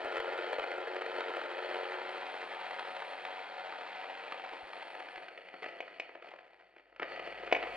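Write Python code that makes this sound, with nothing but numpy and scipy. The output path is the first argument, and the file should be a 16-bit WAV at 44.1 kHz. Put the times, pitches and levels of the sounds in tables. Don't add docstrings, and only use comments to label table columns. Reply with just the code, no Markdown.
import sys
import numpy as np
from scipy import signal
from scipy.fft import rfft, irfft
from scipy.io import wavfile

SR = 44100
rng = np.random.default_rng(int(sys.argv[2]) if len(sys.argv) > 2 else 0)


def materialize(psi):
    bounded = np.clip(np.atleast_2d(psi).T, -1, 1)
    quanta = np.round(bounded * 32767).astype(np.int16)
    wavfile.write(sys.argv[1], SR, quanta)


N = 342216
TIME = np.arange(N) / SR


def amp(db):
    return 10 ** (np.asarray(db) / 20)


def unit_rms(x):
    return x / np.sqrt(np.mean(x ** 2) + 1e-20)


def unit_peak(x):
    return x / abs(x).max()


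def band(x, hz, kind, order=2):
    return signal.sosfilt(signal.butter(order, hz, kind, fs=SR, output="sos"), x)


def slow_noise(top_hz, shape=N):
    return unit_rms(band(rng.standard_normal(shape), top_hz, "low"))


def curve(rows, column=1):
    columns = np.transpose(rows)
    return np.interp(TIME, columns[0], columns[column])


def spectrum_at(rows, hz):
    table_hz, value = np.transpose(rows)
    return np.interp(np.log(hz + 1), np.log(table_hz + 1), value)


def add(mix, start_s, sound):
    part = mix[max(round(start_s * SR), 0):][:len(sound)]
    part += sound[:len(part)]


# time_s, passes_per_s
SPEED = [(0, 90.9), (0.7, 91.6), (1.1, 92.1), (1.5, 90.4), (1.9, 92.2), (2.4, 92.5), (2.9, 92.0),
         (3.4, 92.9), (4.4, 94.2), (4.9, 96.2), (5.4, 97.1), (6.8, 98.8), (7.76, 97.5)]
LOADED_PER_S = 91


def pass_count(wobble_passes=0.027, wobble_hz=7, first_pass_s=0.003):
    steady = np.cumsum(curve(SPEED)) / SR - first_pass_s * LOADED_PER_S
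    return steady + wobble_passes * slow_noise(wobble_hz)


# time_s, fill, pass_locked_share, grits_per_s
HOPPER = [(0, 2, 0.52, 922), (1.8, 1.77, 0.81, 913), (2.25, 1.2, 0.49, 852), (3.5, 1, 0.51, 790),
          (4.9, 0.63, 0.62, 490), (5.5, -0.07, 0.51, 248), (6.5, 0.24, 0.2, 152), (7.1, 0, 0.26, 420),
          (7.76, 0.25, 0.11, 905)]


def hopper_fill():
    return np.clip(curve(HOPPER), 0, 2)


# time_s, level_db
FEED = [(0, -38), (.6, -41), (.9, -42), (1.2, -39.5), (1.85, -40.5), (2.4, -43), (3.3, -45), (4.3, -45.3),
        (5.2, -50.5), (5.36, -54.5), (5.95, -54), (6.18, -62), (6.55, -63.5), (6.94, -70), (7.1, -46.5),
        (7.43, -47), (7.76, -44)]
# start_s, hold_s, level_db
CLUMPS = [(5.619, 0.025, -47), (5.809, 0.027, -64), (6.218, 0.068, -54)]


def flow_db(attack_s=0.0056, fade_db_per_s=111):
    power = amp(curve(FEED)) ** 2
    for start_s, hold_s, level_db in CLUMPS:
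        attack = np.clip((TIME - start_s) / attack_s, 0, 1)
        fade_db = fade_db_per_s * np.maximum(TIME - start_s - hold_s, 0)
        power += (attack * amp(level_db - fade_db)) ** 2
    return 10 * np.log10(power)


def noise_floor(rumble_db=-101, rumble_hz=120, hiss_db=-103):
    return amp(rumble_db) * slow_noise(rumble_hz, (2, N)) + amp(hiss_db) * rng.standard_normal((2, N))


# delay_s, gain
ECHOES = [(0.011, 0.17), (0.0218, 0.2), (0.032, 0.11), (0.0435, 0.089)]
# freq_hz, t60_s
ROOM_DECAY = [(150, 1), (600, 0.8), (2500, 0.75), (5000, 0.33), (8000, 0.3), (12000, 0.15)]


def room(x, wet_db=-7, build_s=0.0064, dull_hz=3500, size=30000):
    hz, t, noise = signal.stft(rng.standard_normal((3, size)), SR, nperseg=256)
    width = np.interp(hz, [0, 1000, 5000], [.25, .4, 1])[:, None]
    decay = amp(-60 * t / spectrum_at(ROOM_DECAY, hz)[:, None])
    tail = (noise[0] + width * noise[1:]) * decay * (1 - np.exp(-t / build_s))
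    response = signal.istft(tail, SR, nperseg=256)[1]
    low_mid = rfft(response[0])[:size // 20]
    response *= amp(wet_db) / np.sqrt(np.mean(abs(low_mid) ** 2))
    for delay_s, gain in ECHOES:
        response[:, round(delay_s * SR)] += gain
    response = band(response, dull_hz, "low", order=1)
    response[:, 0] += 1
    return signal.fftconvolve(x[None], response, axes=1)[:, :N]


# time_s, level_db
HUM = [(0, -92.5), (6.8, -92.5), (7.05, -79.5), (7.76, -66.5)]


def hum(mains_hz=50, octave_db=-12):
    phase = 2 * np.pi * mains_hz * TIME
    return np.sqrt(2) * amp(curve(HUM)) * (np.sin(phase) + amp(octave_db) * np.sin(2 * phase))


# pass_rate_multiple, level_db, db_per_extra_pass_per_s
MOTOR_TONES = [(2, -78.5, -0.8), (5, -61.5, -3)]


def motor(count, reference_flow_db=-44.5):
    half_full = np.maximum(1 - abs(hopper_fill() - 1), 0)
    extra_per_s = curve(SPEED) - LOADED_PER_S
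    tones = sum(amp(db + db_slope * extra_per_s) * np.sin(2 * np.pi * multiple * count)
                for multiple, db, db_slope in MOTOR_TONES)
    return np.sqrt(2) * half_full * amp(flow_db() - reference_flow_db) * tones


# time_s, peak_db
BUMPS = [(0.049, -59), (0.198, -55), (0.595, -58), (0.781, -66), (1.304, -70), (4.518, -68), (4.633, -61),
         (5.17, -64)]


def bumps(top_hz=110, swell_s=0.0053, size=8000):
    out, t = np.zeros(N), TIME[:size]
    for time_s, peak_db in BUMPS:
        bump = band(rng.standard_normal(size), top_hz, "low") * t * np.exp(-t / swell_s)
        add(out, time_s - swell_s, amp(peak_db) * unit_peak(bump))
    return out


# time_s, level_db
FIZZ = [(6.9, -125), (7.1, -99), (7.45, -88), (7.76, -73)]


def fizz(spread_db=3, low_hz=6200, top_hz=10000):
    ticks = rng.standard_normal(N) * amp(spread_db * np.minimum(rng.exponential(1, N), 5))
    return amp(curve(FIZZ)) * unit_rms(band(band(ticks, low_hz, "high"), top_hz, "low"))


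def rubbed_mode(pitch_hz, width_hz):
    envelope = band(rng.standard_normal(N) + 1j * rng.standard_normal(N), width_hz / 2, "low")
    return unit_rms((np.exp(2j * np.pi * np.cumsum(pitch_hz) / SR) * envelope).real)


# loaded_hz, width_hz, over_flow_db, hz_per_extra_pass_per_s, db_per_extra_pass_per_s
WHINE_MODES = [(3235, 32, -22, 2, -0.76), (4274, 96, -23.5, 21, 0.41)]
# time_s, gain_db
WHINE_SWELL = [(4.6, -2), (5.5, 3), (6.5, -2), (7.1, 2), (7.45, -1.5)]
# time_s, over_flow_db
WHISTLE = [(0, -49), (1.3, -44), (1.7, -38), (3.1, -31.5), (3.6, -45), (4.3, -39), (4.9, -28), (5.6, -37),
           (7.76, -41.5)]


def stone_whine(count, waver_depth_hz=22, whistle_hz=8860, throb_db=2, flicker_db=1.5):
    extra_per_s = curve(SPEED) - LOADED_PER_S
    waver_hz = waver_depth_hz * slow_noise(top_hz=7) * (1 + curve(HOPPER)) / 2
    drive_db = flow_db() + throb_db * np.sin(2 * np.pi * count)
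    drive_db += flicker_db * slow_noise(top_hz=9)
    out = amp(drive_db + curve(WHISTLE)) * rubbed_mode(whistle_hz + waver_hz, width_hz=240)
    for hz, width_hz, db, hz_slope, db_slope in WHINE_MODES:
        gain = amp(drive_db + curve(WHINE_SWELL) + db + db_slope * extra_per_s)
        out += gain * rubbed_mode(hz + hz_slope * extra_per_s + waver_hz, width_hz)
    return out


def hopper_air(force, bare_hz=677, full_hz=830, width_hz=52, loudest_fill=0.48, level_db=-5):
    fill = hopper_fill()
    pitch_hz = full_hz - (full_hz - bare_hz) * (1 - fill / 2) ** 2.1
    carrier = np.exp(2j * np.pi * np.cumsum(pitch_hz) / SR)
    pole = np.exp(-np.pi * width_hz / SR)
    # shift to 0 Hz, smooth, shift back
    ring = (carrier * signal.lfilter([np.sqrt(2 * (1 - pole ** 2))], [1, -pole], force / carrier)).real
    gain = amp(level_db - 21 * (fill - loudest_fill) ** 2)
    return gain * band(band(ring, 450, "high"), 1000, "low")


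# freq_hz, gain_db
BARE_COLOUR = [(60, -31.5), (120, -25.5), (180, -12), (230, -16.5), (330, -3.5), (500, -4), (750, -2),
               (1050, -11), (1400, -9), (2300, -4.5), (4000, -22.5), (5400, -30.5), (8000, -52.5),
               (12000, -77)]
HALF_COLOUR = [(60, -63), (120, -31), (180, -24.5), (230, -20), (330, -11), (500, -5.5), (750, -1),
               (1050, -5), (1400, -4.5), (2300, -6.5), (4000, -19.5), (5400, -29.5), (8000, -48.5),
               (12000, -75.5)]
FULL_COLOUR = [(60, -41.5), (120, -33.5), (180, -35.5), (230, -25), (330, -9.5), (500, -1.5), (750, -2.5),
               (1050, -10), (1400, -7.5), (2300, -12), (4000, -23.5), (5400, -34.5), (8000, -53.5),
               (12000, -71)]
# centre_hz, width_hz, gain_db
CASE_RINGS = [(454, 120, 3.5), (594.5, 22, 2.5), (1112, 45, -8.5), (2180, 110, -3), (5730, 340, -17),
              (8950, 2630, 18)]
BARE_RINGS = [(248, 73, -3.5), (430, 90, -3), (534, 63, 4.5), (745, 120, 1.5), (860, 200, -4),
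              (1300, 210, 6), (1430, 54, -5.5), (1947, 67, 8.5), (2680, 96, 1), (3016, 240, 5),
              (3800, 800, -3)]
HALF_RINGS = [(392, 90, -5), (266, 50, -2), (567, 40, 2.5), (670, 90, -4), (750, 29, 5), (926, 83, 5),
              (2060, 140, 1.5), (2610, 95, 1.5), (2920, 100, -2), (3183, 48, 9.5), (4000, 290, 4)]
FULL_RINGS = [(361.6, 25, 6), (649, 79, -2.5), (1374, 82, 6.5), (1822, 61, 5), (2060, 160, 3.5),
              (2590, 170, 5), (2730, 190, -4.5), (3036, 160, 6.5), (3120, 47, 2), (3490, 250, -4.5)]


def mill_responses(size=4096):
    hz, responses = np.fft.rfftfreq(size, 1 / SR), []
    for colour, rings in (BARE_COLOUR, BARE_RINGS), (HALF_COLOUR, HALF_RINGS), (FULL_COLOUR, FULL_RINGS):
        rings_db = sum(db / (1 + (2 * (hz - centre_hz) / width_hz) ** 2)
                       for centre_hz, width_hz, db in CASE_RINGS + rings)
        cepstrum = irfft(np.log(amp(spectrum_at(colour, hz) + rings_db)))
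        cepstrum[1:size // 2] *= 2
        cepstrum[size // 2 + 1:] = 0
        response = irfft(np.exp(rfft(cepstrum)))
        responses.append(response / np.linalg.norm(response))
    return np.array(responses)


def mill_body(force):
    fill = hopper_fill()
    return sum(np.maximum(1 - abs(fill - k), 0) * signal.oaconvolve(force, response)[:N]
               for k, response in enumerate(mill_responses()))


# start_s, peak_db, stone_over_case_db,
# tick_over_peak_db
KNOCKS = [(5.804, -26.5, 7, -19.5), (5.998, -25.5, 13, -11), (7.514, -27, 11, -23), (7.525, -11, 2.5, -19),
          (7.549, -21.5, 21, -19), (7.564, -22.5, 3, -18)]
# pitch_hz, level_db, t60_s, rise_s
KNOCK_MODES = [(360, -28, .16, .002), (510, -2, .018, .0002), (680, 2, .022, .0002),
               (950, -10, .022, .0003), (1380, -6, .012, .0005), (1940, -5, .018, .002),
               (2270, 1.5, .021, .003), (2480, 0, .018, .002), (2950, -6, .016, .001),
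               (3300, -16, .012, .001), (4100, -22, .012, .001)]


def knocks(stone_hz=1500, tick_s=0.0061, tick_hz=3600, low_hz=350, top_hz=4500, size=12000):
    out, t = np.zeros(N), TIME[:size]
    for start_s, peak_db, stone_db, tick_db in KNOCKS:
        ring = np.zeros(size)
        for hz, db, t60_s, rise_s in KNOCK_MODES:
            envelope = amp(db + stone_db * (hz > stone_hz) - 60 * t / t60_s) * (1 - np.exp(-t / rise_s))
            ring += envelope * np.sin(2 * np.pi * hz * t)
        ring = band(band(ring, low_hz, "high", order=3), top_hz, "low")
        tick = rng.standard_normal(size) * np.exp(-t / tick_s)
        tick = band(band(tick, tick_hz, "low", order=3), stone_hz, "high")
        add(out, start_s, amp(peak_db) * (unit_peak(ring) + amp(tick_db) * unit_peak(tick)))
    return out


def small_cracks(passes, spread_db=3, bright_db=-0.5, bright_spread_db=10):
    chance = rng.random(len(passes))
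    size, bright = np.clip(rng.standard_normal((len(passes), 2)), -2, 2).T
    fill = hopper_fill()[passes]
    cracks_per_s = np.interp(fill, [0, 2], [5, 4])
    peak_db = flow_db()[passes] + np.interp(fill, [0, 2], [7, 7.5]) + spread_db * size
    rows = np.transpose([passes / SR, peak_db, bright_db + bright_spread_db * bright])
    return list(rows[chance < cracks_per_s / LOADED_PER_S])


# start_s, peak_db, treble_over_bass_db
CRACKS = [(.046, -26.5, -17), (.057, -28, -14), (0.124, -28.5, -15), (.157, -30.5, 1), (.168, -27.5, 8),
          (.179, -25.5, 4), (.201, -24, 8), (0.244, -30, -9), (.343, -31.5, -13), (.377, -28.5, 6),
          (.41, -29.5, -3), (.529, -22, 3.5), (.54, -28, 9), (.584, -27.5, -6), (.595, -23.5, 6),
          (.639, -27, -6), (.716, -25.5, 1), (.781, -27, -7), (.873, -27.5, -11), (0.946, -30, 1),
          (.964, -28, 2.5), (1.019, -26.5, -6), (1.062, -27, -1), (1.116, -31, 3), (1.183, -28, -7),
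          (1.206, -27, 5), (1.302, -28.5, -7), (1.337, -31, -7), (1.367, -26.5, 0.5), (1.414, -31, -6),
          (1.587, -29.5, 2), (1.742, -40, -1), (1.841, -33, -3), (1.94, -27.5, -4), (2.229, -30.5, -3),
          (2.709, -31.5, 9), (2.794, -29, 5), (2.827, -34, -6), (2.966, -31, 0), (3.021, -29, -3),
          (3.251, -28.5, 8), (3.786, -35, -3), (4.042, -35, -5), (4.098, -33.5, -5), (4.322, -28, -2),
          (4.448, -35, 12), (4.49, -36, 16), (4.732, -34.5, 3), (4.825, -32.5, 6), (4.902, -38, 10),
          (4.951, -34.5, -1), (5.001, -32.5, 3), (5.086, -35.5, 6), (5.158, -33.5, 14), (5.178, -36.5, -7),
          (5.284, -33.5, 16), (5.376, -36.5, 12), (5.486, -38.5, 15), (5.54, -36.5, -15), (5.63, -34, 5),
          (5.641, -30.5, 15), (5.661, -29, -7), (5.685, -34, 7), (5.879, -38.5, 1), (6.092, -38, -9),
          (6.152, -37.5, -20), (6.224, -40.5, -13), (6.244, -40, -8), (6.272, -42.5, -6),
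          (6.317, -42.5, -13), (6.337, -39, -6), (6.388, -40.5, -8), (6.532, -47.5, -2), (6.599, -50, -4),
          (6.764, -45.5, -10), (6.782, -48, 18), (6.796, -49, -3), (6.925, -50.5, -16), (6.962, -43.5, 9),
          (6.997, -27, -5), (7.017, -35, -8), (7.022, -28.5, -17), (7.029, -25, -6.5), (7.042, -33, -3),
          (7.119, -34, -4), (7.195, -27, 2.5), (7.273, -32, 5), (7.324, -34.5, -4), (7.433, -32, -23),
          (7.475, -30, -15), (7.627, -27, 5), (7.636, -28.5, -18)]
# fill, over_peak_db
CRISP_EDGE = [(0, -44), (0.7, -37), (2, -26.5)]


def cracks(passes, crumble_s=0.0024, snap=0.52, split_hz=1300, crisp_s=0.0016, size=2048):
    out, t = np.zeros(N), TIME[:size]
    fills, responses = hopper_fill(), mill_responses()
    splinters = rng.standard_normal((300, 2, size))
    for (start_s, peak_db, bright_db), (coarse, fine) in zip(CRACKS + small_cracks(passes), splinters):
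        burst = coarse * np.exp(-t / crumble_s) * np.minimum(t / crumble_s, 1)
        burst /= np.linalg.norm(burst)
        burst[0] += snap
        bass = band(burst, split_hz, "low", order=1)
        force = bass * amp(-bright_db / 2) + (burst - bass) * amp(bright_db / 2)
        force = band(band(force, 6000, "low", order=1), 270, "high")
        fill = fills[round(start_s * SR)]
        blend = np.maximum(1 - abs(fill - np.arange(len(responses))), 0)
        ring = signal.fftconvolve(force, blend @ responses)[:size]
        crisp = band(band(fine * np.exp(-t / crisp_s), 6000, "high"), 9000, "low")
        crisp_db = np.interp(fill, *np.transpose(CRISP_EDGE))
        add(out, start_s, amp(peak_db) * (unit_peak(ring) + amp(crisp_db) * unit_peak(crisp)))
    return out


def crushing(passes, spread_db=3, jitter_s=0.00016, soften_s=0.005, crumble_s=0.003, push_gain=1.14):
    size, lag = rng.standard_normal((len(passes), 2)).T
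    onsets = np.clip(passes + (lag * jitter_s * SR).astype(int), 0, N - 1)
    crushes = np.zeros(N)
    crushes[onsets] = amp(spread_db * np.clip(size, -2, 1.1))
    for start_s, _, _ in CRACKS:
        crushes[max(round((start_s - soften_s) * SR), 0):round((start_s + soften_s) * SR)] *= .5
    pushes = band(band(unit_rms(crushes), 600, "low", order=3), 330, "high", order=3)
    t = TIME[:SR // 20]
    crumbs = signal.oaconvolve(crushes, t * np.exp(-t / crumble_s))[:N] * rng.standard_normal(N)
    return push_gain * pushes + band(unit_rms(crumbs), 550, "high", order=1)


def stray_grit(spread_db=2, rub_gain=0.43):
    grits_per_s = curve(HOPPER, column=3)
    ticks = (rng.random(N) < grits_per_s / SR) * rng.choice([-1, 1], N)
    grit = ticks * amp(spread_db * np.minimum(rng.exponential(1, N), 3))
    return unit_rms(unit_rms(grit / np.sqrt(grits_per_s)) + rub_gain * rng.standard_normal(N))


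def grinding(passes, over_flow_db=-1, surge_db=0.4, surge_hz=14):
    locked_share = np.clip(curve(HOPPER, column=2), 0, 1)
    force = np.sqrt(locked_share) * crushing(passes) + np.sqrt(1 - locked_share) * stray_grit()
    return amp(flow_db() + over_flow_db + surge_db * slow_noise(surge_hz)) * force


def scene(crack_to_air_db=-21, knock_room_share=0.88):
    count = pass_count()
    passes = np.flatnonzero(np.diff(np.floor(count)))
    force, snaps, knocking = grinding(passes), cracks(passes), knocks()
    floor = noise_floor()
    air = hopper_air(force + amp(crack_to_air_db) * snaps)
    mill = mill_body(force) + air + stone_whine(count) + snaps + fizz()
    in_room = room(mill + knock_room_share * knocking)
    return in_room + (1 - knock_room_share) * knocking + bumps() + hum() + motor(count) + floor


# freq_hz, left_over_right_db
PORT_BALANCE = [(60, 4), (250, 3.5), (390, 0.5), (600, 4), (1300, 1), (2500, 0.3), (8000, 1)]
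# freq_hz, left_lead_rad
PORT_PHASE = [(0, 0), (260, -.4), (550, -.6), (1290, -.72), (2600, -.78), (4000, -1.1), (8800, -2.3)]


def record(dry, top_hz=12100):
    hz = np.fft.rfftfreq(2 * N, 1 / SR)
    left = amp(spectrum_at(PORT_BALANCE, hz) / 2) * np.exp(.5j * spectrum_at(PORT_PHASE, hz))
    pair = irfft(rfft(dry, 2 * N) * np.array([left, 1 / left]))[:, :N]
    low_pass = signal.firwin(255, top_hz, window=("kaiser", 8), fs=SR)
    return signal.oaconvolve(pair, low_pass[None], "same")


dry = scene()
out = record(dry)
materialize(out)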